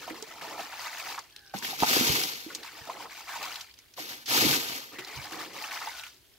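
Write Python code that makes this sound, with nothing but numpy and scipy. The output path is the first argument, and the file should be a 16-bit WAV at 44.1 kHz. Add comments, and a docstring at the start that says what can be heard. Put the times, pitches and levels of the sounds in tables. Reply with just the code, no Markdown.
"""A small bucket scoops muddy water three times from a shallow, plastic-lined pond with a wader in it.
Scoops and spills are bubble swarms and noise under gain curves; gulps are gliding notes of trapped air.
Two bucketfuls, flung to the right, drum and spatter on the liner as low bubbles plus bright spray.
Mud plashes as bubble clusters, drops tick as noise cracks, the bucket's air space rings as it fills.
Drips follow each spill; a faint two-harmonic call sounds far off over quiet coloured noise."""
import sys
import numpy as np
from scipy import signal
from scipy.fft import rfft, irfft, next_fast_len
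from scipy.io import wavfile
from scipy.ndimage import uniform_filter1d, map_coordinates

SR = 44100
rng = np.random.default_rng(int(sys.argv[2]) if len(sys.argv) > 2 else 0)


def persist_wave(psi):
    """Save psi, clipped to +-1, as 16-bit WAV."""
    counts = np.round(np.clip(psi, -1, 1) * 32767).astype(np.int16)
    wavfile.write(sys.argv[1], SR, np.atleast_2d(counts).T)


N = 281443


def amp(db):
    """Decibels to gain."""
    return 10 ** (np.asarray(db) / 20)


def unit(x):
    """x at rms 1."""
    return x / np.sqrt(np.mean(x ** 2) + 1e-20)


def along(points, hz):
    """(f/Hz, value) points interpolated on a log frequency axis."""
    f, v = np.transpose(points)
    return np.interp(np.log(hz + 1), np.log(f + 1), v)


def filtered(x, response):
    """x times a response of frequency."""
    size = x.shape[-1]
    m = next_fast_len(size + 8192)
    return irfft(rfft(x, m) * response(np.fft.rfftfreq(m, 1 / SR)), m)[..., :size]


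def coloured(x, spectrum):
    """x filtered by a (f/Hz, level/dB) curve, at rms 1."""
    return unit(filtered(x, lambda hz: amp(along(spectrum, hz))))


def placed(x, balance):
    """Tilt a stereo sound between left and right, frequency by frequency."""
    return filtered(x, lambda hz: amp(np.outer([.5, -.5], along(balance, hz))))


def add(track, s, sound):
    """Mix a short sound into a track at time s."""
    part = track[..., round(s * SR):][..., :sound.shape[-1]]
    part += sound[..., :part.shape[-1]]


def envelope(s, length, attack, release_db_per_s, sag_db_per_s=0):
    """Gain that rises at s, holds for its length while sagging, then dies away."""
    t = np.arange(N) / SR - s
    sag_db = sag_db_per_s * np.clip(t, 0, length)
    release_db = release_db_per_s * np.maximum(t - length, 0)
    return np.clip(t / attack, 0, 1) * amp(-sag_db - release_db)


def together(flows):
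    """Unrelated flows add in power, layer by layer."""
    return np.sqrt(np.sum(np.square(flows), axis=0))


def surges(rate, depth_db):
    """Water arrives in uneven gushes: a smooth random gain, rate knots a second."""
    knots = rng.standard_normal(2000)
    curve = map_coordinates(knots, [np.arange(N) * rate / SR], mode="wrap")
    return amp(depth_db * np.clip(curve, -1.5, 1.5))


def bubbles(low_hz, high_hz, cycles, spread_db, lag_ms, scatter_ms, wash_db, count, rise=0.16):
    """Stereo swarm of bubbles that rise in pitch and die, over the noise wash of countless smaller ones."""
    when, pitch, life = rng.random((count, 3)).T
    loud, pan, place = np.clip(rng.standard_normal((count, 3)).T, -2, 2)
    hz = low_hz * (high_hz / low_hz) ** pitch
    length = (cycles * (.5 + life) * SR / hz).astype(int) + 2
    # all bubbles end to end: row = bubble index, age in samples
    row = np.repeat(np.arange(count), length)
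    age = np.arange(len(row)) - (np.cumsum(length) - length)[row]
    u = age / length[row]
    shape = np.exp(-4 * u) * (1 - u) * (1 - np.exp(-20 * u))
    tone = np.sin(2 * np.pi * hz[row] * age / SR * (1 + rise * u / 2))
    ring = (hz * amp(spread_db * loud))[row] * shape * tone
    # each bubble has its own spot, so its own delay and balance between the sides
    pair = np.zeros((2, N))
    for channel, side in enumerate((.5, -.5)):
        delay = side * (lag_ms + scatter_ms * place) * SR / 1000
        start = np.abs(when * N + delay).astype(int)
        pair[channel] = np.bincount(start[row] + age, ring * amp(side * 2 * pan)[row], N)[:N]
    # the flow feeding the swarm is even over a tenth of a second
    power = np.abs(uniform_filter1d(np.mean(pair ** 2, axis=0), size=SR // 10))
    swarm = pair / np.sqrt(power + power.mean() / 20)
    # the wash comes from the same direction, and grows diffuse in the treble
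    direct = filtered(rng.standard_normal(N),
                      lambda f: np.exp(np.outer([-1j, 1j], np.pi * f * lag_ms / 1000)))
    diffuse = filtered(rng.standard_normal((2, N)), lambda f: f / (f + 3000))
    wash = filtered(direct + diffuse, lambda f: 1 / (1 + (f / high_hz) ** 4))
    return swarm + amp(wash_db) * unit(wash)


def pocket(hz, t60, swell_s, rise):
    """One air pocket: a note that swells, glides up and dies, with its envelope of peak 1."""
    t = np.arange(SR // 4) / SR
    shape = (1 - np.exp(-(t / swell_s) ** 2)) * amp(-60 * t / t60)
    shape = shape / shape.max()
    # pitch gains the share rise per half t60, up to twice that
    glide_hz = hz * (1 + rise * np.minimum(2 * t / t60, 2))
    return shape * np.sin(2 * np.pi * np.cumsum(glide_hz) / SR), shape


# bucket or leg pushing through the pond: t/s, length/s, level/dB, big-bubble weight/dB, churn weight/dB
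STROKES = [(-.01, 0.038, -44.5, -8, -20), (0.063, 0.091, -48, 0.5, -3.5), (0.168, 0.064, -49.5, -4, -15),
           (0.259, 0.13, -50, -5, -2), (0.407, 0.2, -45.5, -2.5, 1), (1.04, 0.11, -43.5, -11, -5.5),
           (2.475, 0.13, -52.5, 2, -16), (2.623, 0.049, -46.5, -25, -28), (2.708, 0.19, -49.5, -7.5, -9.5),
           (2.864, 0.19, -47.5, -3.5, -0.5), (3.076, 0.09, -50.5, -16, -26), (3.167, 0.085, -48, -16, -17),
           (3.267, .085, -57, -18, 5), (3.384, 0.11, -56, 1.5, 2.5), (4.915, 0.031, -47.5, 0, -8.5),
           (4.977, 0.015, -42, -4, -10), (5.064, 0.25, -45, -9, -9), (5.313, 0.11, -43, -1.5, -3.5),
           (5.437, 0.15, -49.5, -0.5, -16)]
STROKE_ATTACK_S, STROKE_SETTLE_DB_PER_S = 0.012, 186
STROKE_SLOSH_DB, STROKE_GURGLE_DB, STROKE_PATTER_DB = -4.5, -0.5, 0
# overflow of the lifted bucket: start t/s, full t/s, thinning t/s, stop t/s, level/dB,
# gurgle loss/(dB/s), relative level of later drips/dB
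SPILLS = [(0.54, 0.877, 1.04, 1.2, -43, 58, -54), (3.258, 3.29, 3.46, 3.62, -42, 66, -56),
          (5.512, 5.724, 5.864, 6.075, -41, 85, -61)]
SPILL_ATTACK_S, SPILL_STOP_DB_PER_S = 0.044, 196
LIFT_DB = 4.5  # the fall gets louder as the bucket rises
SPILL_SLOSH_DB, SPILL_CHURN_DB, SPILL_GURGLE_DB, SPILL_PATTER_DB = -22.5, -8.5, 0.5, 0
PATTER_THINS_DB_PER_S = 35.5  # a thin stream breaks into drops


def stirring():
    """Gains of slosh, churn, gurgle, patter: strokes push air under, then overflow swells and thins."""
    t, flows = np.arange(N) / SR, []
    for s, length, db, weight_db, churn_db in STROKES:
        push = amp(db) * envelope(s, length, STROKE_ATTACK_S, STROKE_SETTLE_DB_PER_S)
        layers_db = [STROKE_SLOSH_DB + weight_db, churn_db, STROKE_GURGLE_DB, STROKE_PATTER_DB]
        flows.append(np.outer(amp(layers_db), push))
    for s, full, thins, stops, db, loss, _ in SPILLS:
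        lift_db = LIFT_DB * np.clip((full - t) / (full - s), 0, 1)
        stream = amp(db - lift_db) * envelope(s, stops - s, SPILL_ATTACK_S, SPILL_STOP_DB_PER_S)
        thinning = np.maximum(np.minimum(t, stops) - thins, 0)
        trapped = stream * amp(-loss * thinning)
        patter = stream * amp(SPILL_PATTER_DB - PATTER_THINS_DB_PER_S * thinning)
        flows.append([amp(SPILL_SLOSH_DB) * trapped, amp(SPILL_CHURN_DB) * trapped,
                      amp(SPILL_GURGLE_DB) * trapped, patter])
    return together(flows)


# colour of falling drops: f/Hz, level/dB
PATTER = [(200, -43.5), (550, -27.5), (1350, -7.5), (2300, -5), (3220, -5), (4790, -3.5), (9830, -15),
          (12100, -13), (15500, -14.5)]


def grit():
    """The fastest droplets hit the surface with single bright clicks: sparse impulses on noise bursts."""
    clicks = rng.standard_normal(N) * (rng.random(N) < 45 / SR)
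    life = np.exp(-np.arange(SR // 100) / SR / 0.00031)
    burst = life * rng.standard_normal((2, len(life)))
    return coloured(signal.fftconvolve(clicks[None], burst, axes=1)[:, :N], PATTER)


# colours of big, medium and middle bubbles: f/Hz, level/dB
SLOSH = [(71, -19), (120, -9.5), (232, -6), (312, 2.5), (560, 0.5), (730, -46), (1230, -120)]
CHURN = [(330, -44), (560, -4), (750, 4), (980, -1), (1300, 0.5), (2200, -15)]
GURGLE = [(320, -82), (550, -14), (912, -3), (1670, -3.5), (2210, -1.5), (2700, -6.5), (3510, -7),
          (5940, -120)]
# left minus right for pond sounds: f/Hz, level/dB
POND_SIDE = [(100, -12.5), (380, -3.5), (1300, -0.5), (2400, 2), (4400, 3.5), (8000, 2), (15000, -5.5)]
GRIT_DB = -12  # relative to the patter


def scooping():
    """The bucket drags big bubbles under; the overflow gurgles and patters back into the pond."""
    slosh, churn, gurgle, patter = stirring()
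    big = bubbles(175.0, 648, cycles=27.6, spread_db=5.0, lag_ms=0, scatter_ms=0.091,
                  wash_db=2.0, count=1300)
    plops = bubbles(480, 1300, cycles=15, spread_db=3.5, lag_ms=-.04, scatter_ms=.04,
                    wash_db=-11, count=2600, rise=.25)
    middle = bubbles(600, 2900, cycles=22, spread_db=4.4, lag_ms=0, scatter_ms=.07,
                     wash_db=-14, count=5500, rise=.22)
    small = bubbles(2100, 7500, cycles=26, spread_db=4.2, lag_ms=.02, scatter_ms=.04,
                    wash_db=-4, count=13000)
    # the finest droplets merge into a smooth fizz
    fizz = filtered(rng.standard_normal((2, N)), lambda hz: 1 - 1 / (1 + (hz / 7000) ** 6))
    dip = slosh * coloured(big, SLOSH) + churn * coloured(plops, CHURN)
    burble = gurgle * coloured(middle, GURGLE)
    droplets = coloured(unit(small) + amp(2.5) * unit(fizz), PATTER) + amp(GRIT_DB) * grit()
    spill = amp(-2.0) * burble + amp(-1.02) * patter * droplets
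    return placed(dip + spill * surges(rate=30, depth_db=2.0), POND_SIDE)


# colour of the outdoor air: f/Hz, level/dB
AIR = [(21, -22.5), (35, -9.5), (135, -16), (174, -26), (262, -20.5), (370, -17), (520, -24.5), (1200, -31),
       (3500, -26), (8410, -34), (12000, -30.5), (15500, -33)]


def air(level_db=-61):
    """Quiet outdoor air: noise shared by both sides plus separate noise that grows with frequency."""
    common, apart = rng.standard_normal(N), rng.standard_normal((2, N))
    diffuse = filtered(apart, lambda hz: 0.84 + hz / (hz + 1500))
    return amp(level_db) * coloured(common + diffuse, AIR)


# clots of mud and water falling back: t/s, level/dB, centre f/Hz
PLASHES = [(0.019, -46.5, 1460), (.076, -41, 920), (.721, -41.5, 1200), (.842, -43, 1230),
           (0.862, -39.5, 1293), (1.055, -45, 1950), (1.178, -35.5, 1147), (2.501, -44, 1510),
           (3.290, -41, 1426), (3.329, -40, 1230), (3.349, -41, 1295), (3.412, -41.5, 913),
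           (3.977, -41, 723), (4.528, -35.5, 1720), (5.686, -43.5, 1100), (5.709, -40, 2180),
           (5.760, -42, 2105), (5.813, -39, 1130)]
# bubble spread in time and pitch (+-); cycles to fall to 1/e
PLASH_LENGTH_S, PLASH_OCTAVES, PLASH_CYCLES = .016, 0.607, 6.9


def plashes(froth_db=-9, count=16):
    """A clot of mud drops in and traps a tight cluster of bubbles, the first ones loudest."""
    track, t = np.zeros(N), np.arange(SR // 16) / SR
    for s, db, centre_hz in PLASHES:
        draws = rng.uniform([0, -PLASH_OCTAVES], [1, PLASH_OCTAVES], (count, 2))
        late, octaves = draws.T[..., None]
        late = PLASH_LENGTH_S * late ** 1.7  # crowds the bubbles early
        cycles = np.maximum(t - late, 0) * centre_hz * 2 ** octaves
        decay = np.exp(-late / PLASH_LENGTH_S - cycles / PLASH_CYCLES)
        rings = (1 - np.exp(-cycles)) * decay * np.sin(2 * np.pi * cycles)
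        colour = [(centre_hz / 2, -30), (centre_hz, 0), (10 * centre_hz, -26)]
        froth = np.exp(-2 * t / PLASH_LENGTH_S) * coloured(rng.standard_normal(len(t)), colour)
        sound = unit(rings.sum(axis=0)) + amp(froth_db) * unit(froth)
        high_pass = signal.butter(2, centre_hz / 2, "high", fs=SR, output="sos")
        no_bass = signal.sosfilt(high_pass, sound)
        add(track, s, amp(db) * no_bass * np.sqrt(PLASH_LENGTH_S / t[-1]))
    return placed(np.array([track, track]), POND_SIDE)


# single drops and knocks on the bucket: t/s, relative level/dB, lower edge of brightest band f/Hz, t60/s
TICKS = [(.1, -38, 1670, 0.044), (0.224, -28, 5270, 0.014), (0.411, -41.5, 1620, 0.053),
         (1.19, -34, 5030, 0.021), (1.362, -31, 3620, 0.013), (1.586, -31, 5400, 0.015),
         (1.624, -31, 1970, 0.018), (1.646, -33, 2440, 0.049), (1.801, -27, 3800, 0.021),
         (2.235, -20, 4100, 0.02), (2.334, -30, 3750, 0.016), (2.548, -30, 5100, 0.038),
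         (2.631, -38.5, 3530, 0.028), (3.556, -33, 3460, 0.032), (3.608, -37, 4260, 0.041),
         (3.739, -46, 3700, 0.024), (3.788, -39, 4730, 0.013), (3.938, -45.5, 4400, 0.022),
         (4.257, -43, 4120, 0.53), (4.985, -40, 2200, 0.09), (5.047, -34.5, 4000, 0.019),
         (5.995, -30, 2620, 0.012), (6.035, -35, 2240, 0.028), (6.065, -37.5, 2370, 0.017)]


def ticks(diffuse=1.0, skirt_db=-15):
    """A drop or a knock is a broad noise crack that dies fast."""
    track, t = np.zeros((2, N)), np.arange(SR // 10) / SR
    for s, db, hz, t60 in TICKS:
        noise = rng.standard_normal(len(t)) + diffuse * rng.standard_normal((2, len(t)))
        colour = [(hz / 10, -30), (hz * 1.0, 0), (hz * 1.32, 0), (hz * 2, skirt_db), (hz * 10, -26)]
        crack = coloured(noise, colour)
        add(track, s, amp(db + 6.0) * crack * amp(-60 * t / t60) * (1 - np.exp(-t / 0.0017)))
    return track


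# air pockets closing in water and bucket: t/s, note level/dB, starting f/Hz, t60/s
GULPS = [(.106, -35, 306, 0.12), (0.224, -36.5, 413, 0.063), (.591, -30.5, 756, 0.04),
         (1.548, -34.5, 186, .085), (1.729, -31.5, 755, 0.048), (1.966, -18, 328, 0.03),
         (2.009, -23.5, 236, 0.056), (2.463, -34.5, 310, 0.074), (2.889, -34.5, 630, 0.049),
         (2.896, -26, 970, 0.042), (3.002, -34.5, 938, .04), (4.001, -41.5, 297, 0.12),
         (4.425, -20.5, 298, 0.019), (4.447, -18, 286, 0.042), (4.464, -23.5, 312, .05),
         (4.986, -39, 356, 0.17), (5.872, -27, 862, 0.04)]
GULP_SWELL_S = 0.0017
GULP_RISE = .12  # pitch share gained per half t60, as the pocket nears the surface


def gulps(froth_db=-14, shards_db=-8, count=4):
    """Trapped air sounds a gliding note and sheds smaller bubbles; small pockets break up more."""
    track = np.zeros(N)
    for s, db, hz, t60 in GULPS:
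        note, shape = pocket(hz, t60, GULP_SWELL_S, GULP_RISE)
        colour = [(hz / 2, -40), (2 * hz, 0), (20 * hz, -30)]
        froth = shape * coloured(rng.standard_normal(len(note)), colour)
        rough = hz ** 2 / (hz ** 2 + 700 ** 2)
        add(track, s, amp(db) * (note + amp(froth_db) * rough * froth))
        for late, octaves in rng.uniform([0, -.5], [.3, .9], (count, 2)):
            shard, _ = pocket(hz * 2 ** octaves, t60 / 2, GULP_SWELL_S / 2, GULP_RISE)
            add(track, s + late * t60, amp(db + shards_db) * rough * shard)
    return placed(np.array([track, track]), POND_SIDE)


DRIPS_DRY_DB_PER_S = 13


def dripping():
    """After each spill, drops keep falling from the bucket, the arms and the wet liner."""
    drops = bubbles(900, 6500, cycles=18, spread_db=3, lag_ms=0, scatter_ms=.1, wash_db=-6, count=2200)
    seep = amp(-5.5) * rng.standard_normal((2, N))
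    wet = together([amp(db) * envelope(stops, 0, SPILL_ATTACK_S, DRIPS_DRY_DB_PER_S)
                    for _, _, _, stops, _, _, db in SPILLS])
    uneven = surges(rate=28, depth_db=3.5)
    return wet * uneven * coloured(unit(drops) + seep, PATTER) * amp(-5.0)


# pitch and level track of the far call: t/s, f/Hz, level/dB
CALL = [(1.31, 860, -72), (1.36, 840, -64), (1.43, 815, -61), (1.47, 790, -60.5), (1.55, 765, -63)]


def far_call(fundamental_db=-9, hoarse=1.1):
    """A thin, hoarse call, perhaps of a distant fowl; its noise-blurred second harmonic leads."""
    t = np.arange(N) / SR
    s, hz, db = np.transpose(CALL)
    phase = 2 * np.pi * np.cumsum(np.interp(t, s, hz)) / SR
    blur = unit(filtered(rng.standard_normal((2, N)), lambda f: 1 / (1 + (f / 140) ** 4)))
    second = np.sin(2 * phase) * (1 + hoarse * blur[0]) + np.cos(2 * phase) * hoarse * blur[1]
    level = amp(np.interp(t, s, db, left=-np.inf, right=-np.inf))
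    return level * (amp(fundamental_db) * np.sin(phase) + unit(second))


# bulk of each bucketful landing on the liner: t/s, length/s, level/dB, run-off/(dB/s)
SHEETS = [(1.843, 0.32, -27.5, 66), (4.27, 0.27, -26.5, 111.5)]
SHEET_ATTACK_S, SHEET_SAG_DB_PER_S = 0.066, 12
SHEET_SPLAT_DB, SPLAT_SAG_DB_PER_S = -7, 22
DRUM_DB, DRUM_DELAY_S, DRUM_WIDTH_S = -6, 0.25, 0.14  # heavy core lands after the sheet's front
# smaller dollops ahead of or behind the sheet: t/s, swell/s, length/s, level/dB
DOLLOPS = [(1.531, 0.019, 0.049, -46.5), (1.614, .025, 0.095, -40.5), (1.767, 0.051, 0.063, -35.5),
           (3.96, 0.037, 0.069, -43), (4.067, 0.033, 0.029, -43), (4.631, 0.037, 0.13, -40.5)]
DOLLOP_RUNOFF_DB_PER_S, DOLLOP_DRUM_DB, DOLLOP_SPLAT_DB = 110.5, -9.5, -7.5


def landing():
    """Gains of drumming, splat and spray: a sheet with a heavy core, and dollops around it."""
    t, flows = np.arange(N) / SR, []
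    for s, length, db, runoff in SHEETS:
        spray = amp(db) * envelope(s, length, SHEET_ATTACK_S, runoff, SHEET_SAG_DB_PER_S)
        splat_env = envelope(s, length, SHEET_ATTACK_S, runoff, SPLAT_SAG_DB_PER_S)
        splat = amp(db + SHEET_SPLAT_DB) * splat_env
        core = amp(DRUM_DB) / np.hypot(1, (t - s - DRUM_DELAY_S) / DRUM_WIDTH_S)
        flows.append([core * spray, splat, spray])
    for s, swell, length, db in DOLLOPS:
        dollop = amp(db) * envelope(s, length, swell, DOLLOP_RUNOFF_DB_PER_S)
        flows.append([amp(DOLLOP_DRUM_DB) * dollop, amp(DOLLOP_SPLAT_DB) * dollop, dollop])
    return together(flows)


# colours of lumps, blobs and fine drops on the liner: f/Hz, level/dB
DRUM = [(26, -39), (62, -18.5), (139, -5), (179, -6.5), (270, 2), (520, -1.5), (680, -26), (1140, -120)]
SPLAT = [(280, -42.5), (480, -17.5), (668, -1.5), (1830, 0.5), (2200, 4), (2860, -24), (4840, -120)]
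SPRAY = [(200, -24.5), (1120, -12.5), (1900, -11), (2210, -5.5), (2920, -5), (5650, -6), (7280, -10.5),
         (8840, -22), (11700, -10), (15500, -13)]
# left minus right for liner sounds: f/Hz, level/dB
LINER_SIDE = [(60, -11.5), (130, -6), (350, -1), (700, -5), (1300, 0), (2400, 0.5), (4400, 11), (8000, -9),
              (15000, -6.5)]


def throwing():
    """A sheet of water lands to the right: lumps drum on the liner, and it bursts into fine spray."""
    drum, splat, spray = landing()
    lumps = bubbles(43.3, 624, cycles=5.8, spread_db=1.5, lag_ms=0.16, scatter_ms=0.11,
                    wash_db=-32.0, count=4500)
    blobs = bubbles(465, 2580, cycles=9.1, spread_db=4.0, lag_ms=0.24, scatter_ms=0.056,
                    wash_db=-9, count=10000)
    drops = bubbles(1800, 16000, cycles=5, spread_db=3, lag_ms=.33, scatter_ms=.05,
                    wash_db=-2, count=40000)
    burst = amp(4.5) * splat * coloured(blobs, SPLAT) + amp(3.5) * spray * coloured(drops, SPRAY)
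    return placed(drum * coloured(lumps, DRUM) + burst * surges(rate=92, depth_db=1.27), LINER_SIDE)


# lumps of water shifting in the bucket or slapping the liner:
# t/s, note level/dB, starting f/Hz, t60/s, left-side lag/ms
SLAPS = [(1.537, -29, 760, .07, -.07), (1.822, -23, 900, .03, .14), (1.8315, -12.5, 800, .0135, .14)]
SLAP_SWELL_S, SLAP_RISE = .0026, .1


def slaps(mud_db=-7.5):
    """A lump of water squeezes out a few cycles of trapped air inside a thick, muddy splash."""
    track = np.zeros((2, N))
    mud_colour = [(120, -28.5), (300, -11.0), (650, -1.5), (1150, -1), (1550, -5.5), (2000, -13.0),
                  (9000, -38)]
    for s, db, hz, t60, lag_ms in SLAPS:
        note, shape = pocket(hz, t60, SLAP_SWELL_S, SLAP_RISE)
        mud = coloured(rng.standard_normal(len(note)), mud_colour)
        sides = lambda f: np.exp(np.outer([-1j, 1j], np.pi * f * lag_ms / 1000))
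        add(track, s, amp(db) * filtered(note + amp(mud_db) * shape * mud, sides))
    return placed(track, POND_SIDE)


# dull blows of a foot or a lump of water on the liner: t/s, level/dB, upper edge f/Hz, t60/s
THUDS = [(1.545, -41.5, 280, 0.17), (1.823, -20.5, 336, 0.032), (1.833, -20.5, 420, 0.027),
         (2.096, -29, 146, 0.069), (2.811, -43, 184, 0.093), (4.444, -30.5, 202, 0.18),
         (5.16, -40, 129, 0.24)]


def thuds(attack_s=0.001):
    """The liner lies on soft ground, so a blow is a dull noise push with no ring."""
    track, t = np.zeros(N), np.arange(SR // 4) / SR
    for s, db, hz, t60 in THUDS:
        colour = [(hz / 8, -24), (hz / 1.5, 0), (hz, 0), (2 * hz, -26), (10 * hz, -80)]
        push = coloured(rng.standard_normal(len(t)), colour)
        add(track, s, amp(db - 60 * t / t60) * (1 - np.exp(-t / attack_s)) * push)
    return placed(np.array([track, track]), LINER_SIDE)


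# water running into the bucket rings its air space: t/s, length/s, level/dB, first f/Hz, f/Hz at length
HOLLOWS = [(1.575, .045, -50.5, 1030, 955), (2.602, .115, -55, 616, 1920), (4.949, 0.25, -52, 1895, 2290),
           (5.919, 0.15, -52.5, 1464, 1444)]
HOLLOW_DROPS_PER_S, HOLLOW_CYCLES, HOLLOW_STOP_DB_PER_S = 260, 5.5, 420


def filling():
    """Drops excite the hollow note of the bucket, which glides as the air space changes."""
    t, track = np.arange(N) / SR, np.zeros(N)
    for s, length, db, first_hz, last_hz in HOLLOWS:
        hz = first_hz * (last_hz / first_hz) ** np.clip((t - s) / length, 0, 1.25)
        chance, turn = rng.random((2, N))
        drops = (chance < HOLLOW_DROPS_PER_S / SR) * np.exp(2j * np.pi * turn)
        # double-pole decay at 0 Hz, then shifted up to the gliding pitch
        keep = np.exp(-2 * last_hz / HOLLOW_CYCLES / SR)
        ring = signal.lfilter([1], np.poly([keep, keep]), drops)
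        note = unit(np.real(ring * np.exp(2j * np.pi * np.cumsum(hz) / SR)))
        track += amp(db) * envelope(s, length, STROKE_ATTACK_S, HOLLOW_STOP_DB_PER_S) * note
    return track


def banks(x, t60=0.057):
    """The sloping banks of the pond answer briefly: convolution with a decaying noise tail."""
    t = np.arange(SR // 3) / SR
    tail = rng.standard_normal((2, len(t))) * amp(-60 * t / t60) * (1 - np.exp(-t / 0.01))
    return signal.fftconvolve(x, tail / np.linalg.norm(tail[0]), axes=1)[:, :N]


def scene():
    """All the water, its echo, the far call and the air."""
    water = scooping() + plashes() + ticks() + gulps() + dripping()
    water = water + throwing() + slaps() + thuds() + filling()
    return water + amp(-10.5) * banks(water) + far_call() + air()


TOP_HZ = 15750


def record(dry, low_cut_hz=40):
    """Roll off the deepest bass and pass nothing from TOP_HZ up."""
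    return filtered(dry, lambda hz: (hz < TOP_HZ) * (1 - 1 / (1 + (hz / low_cut_hz) ** 6)))


dry = scene()
out = record(dry)
persist_wave(out)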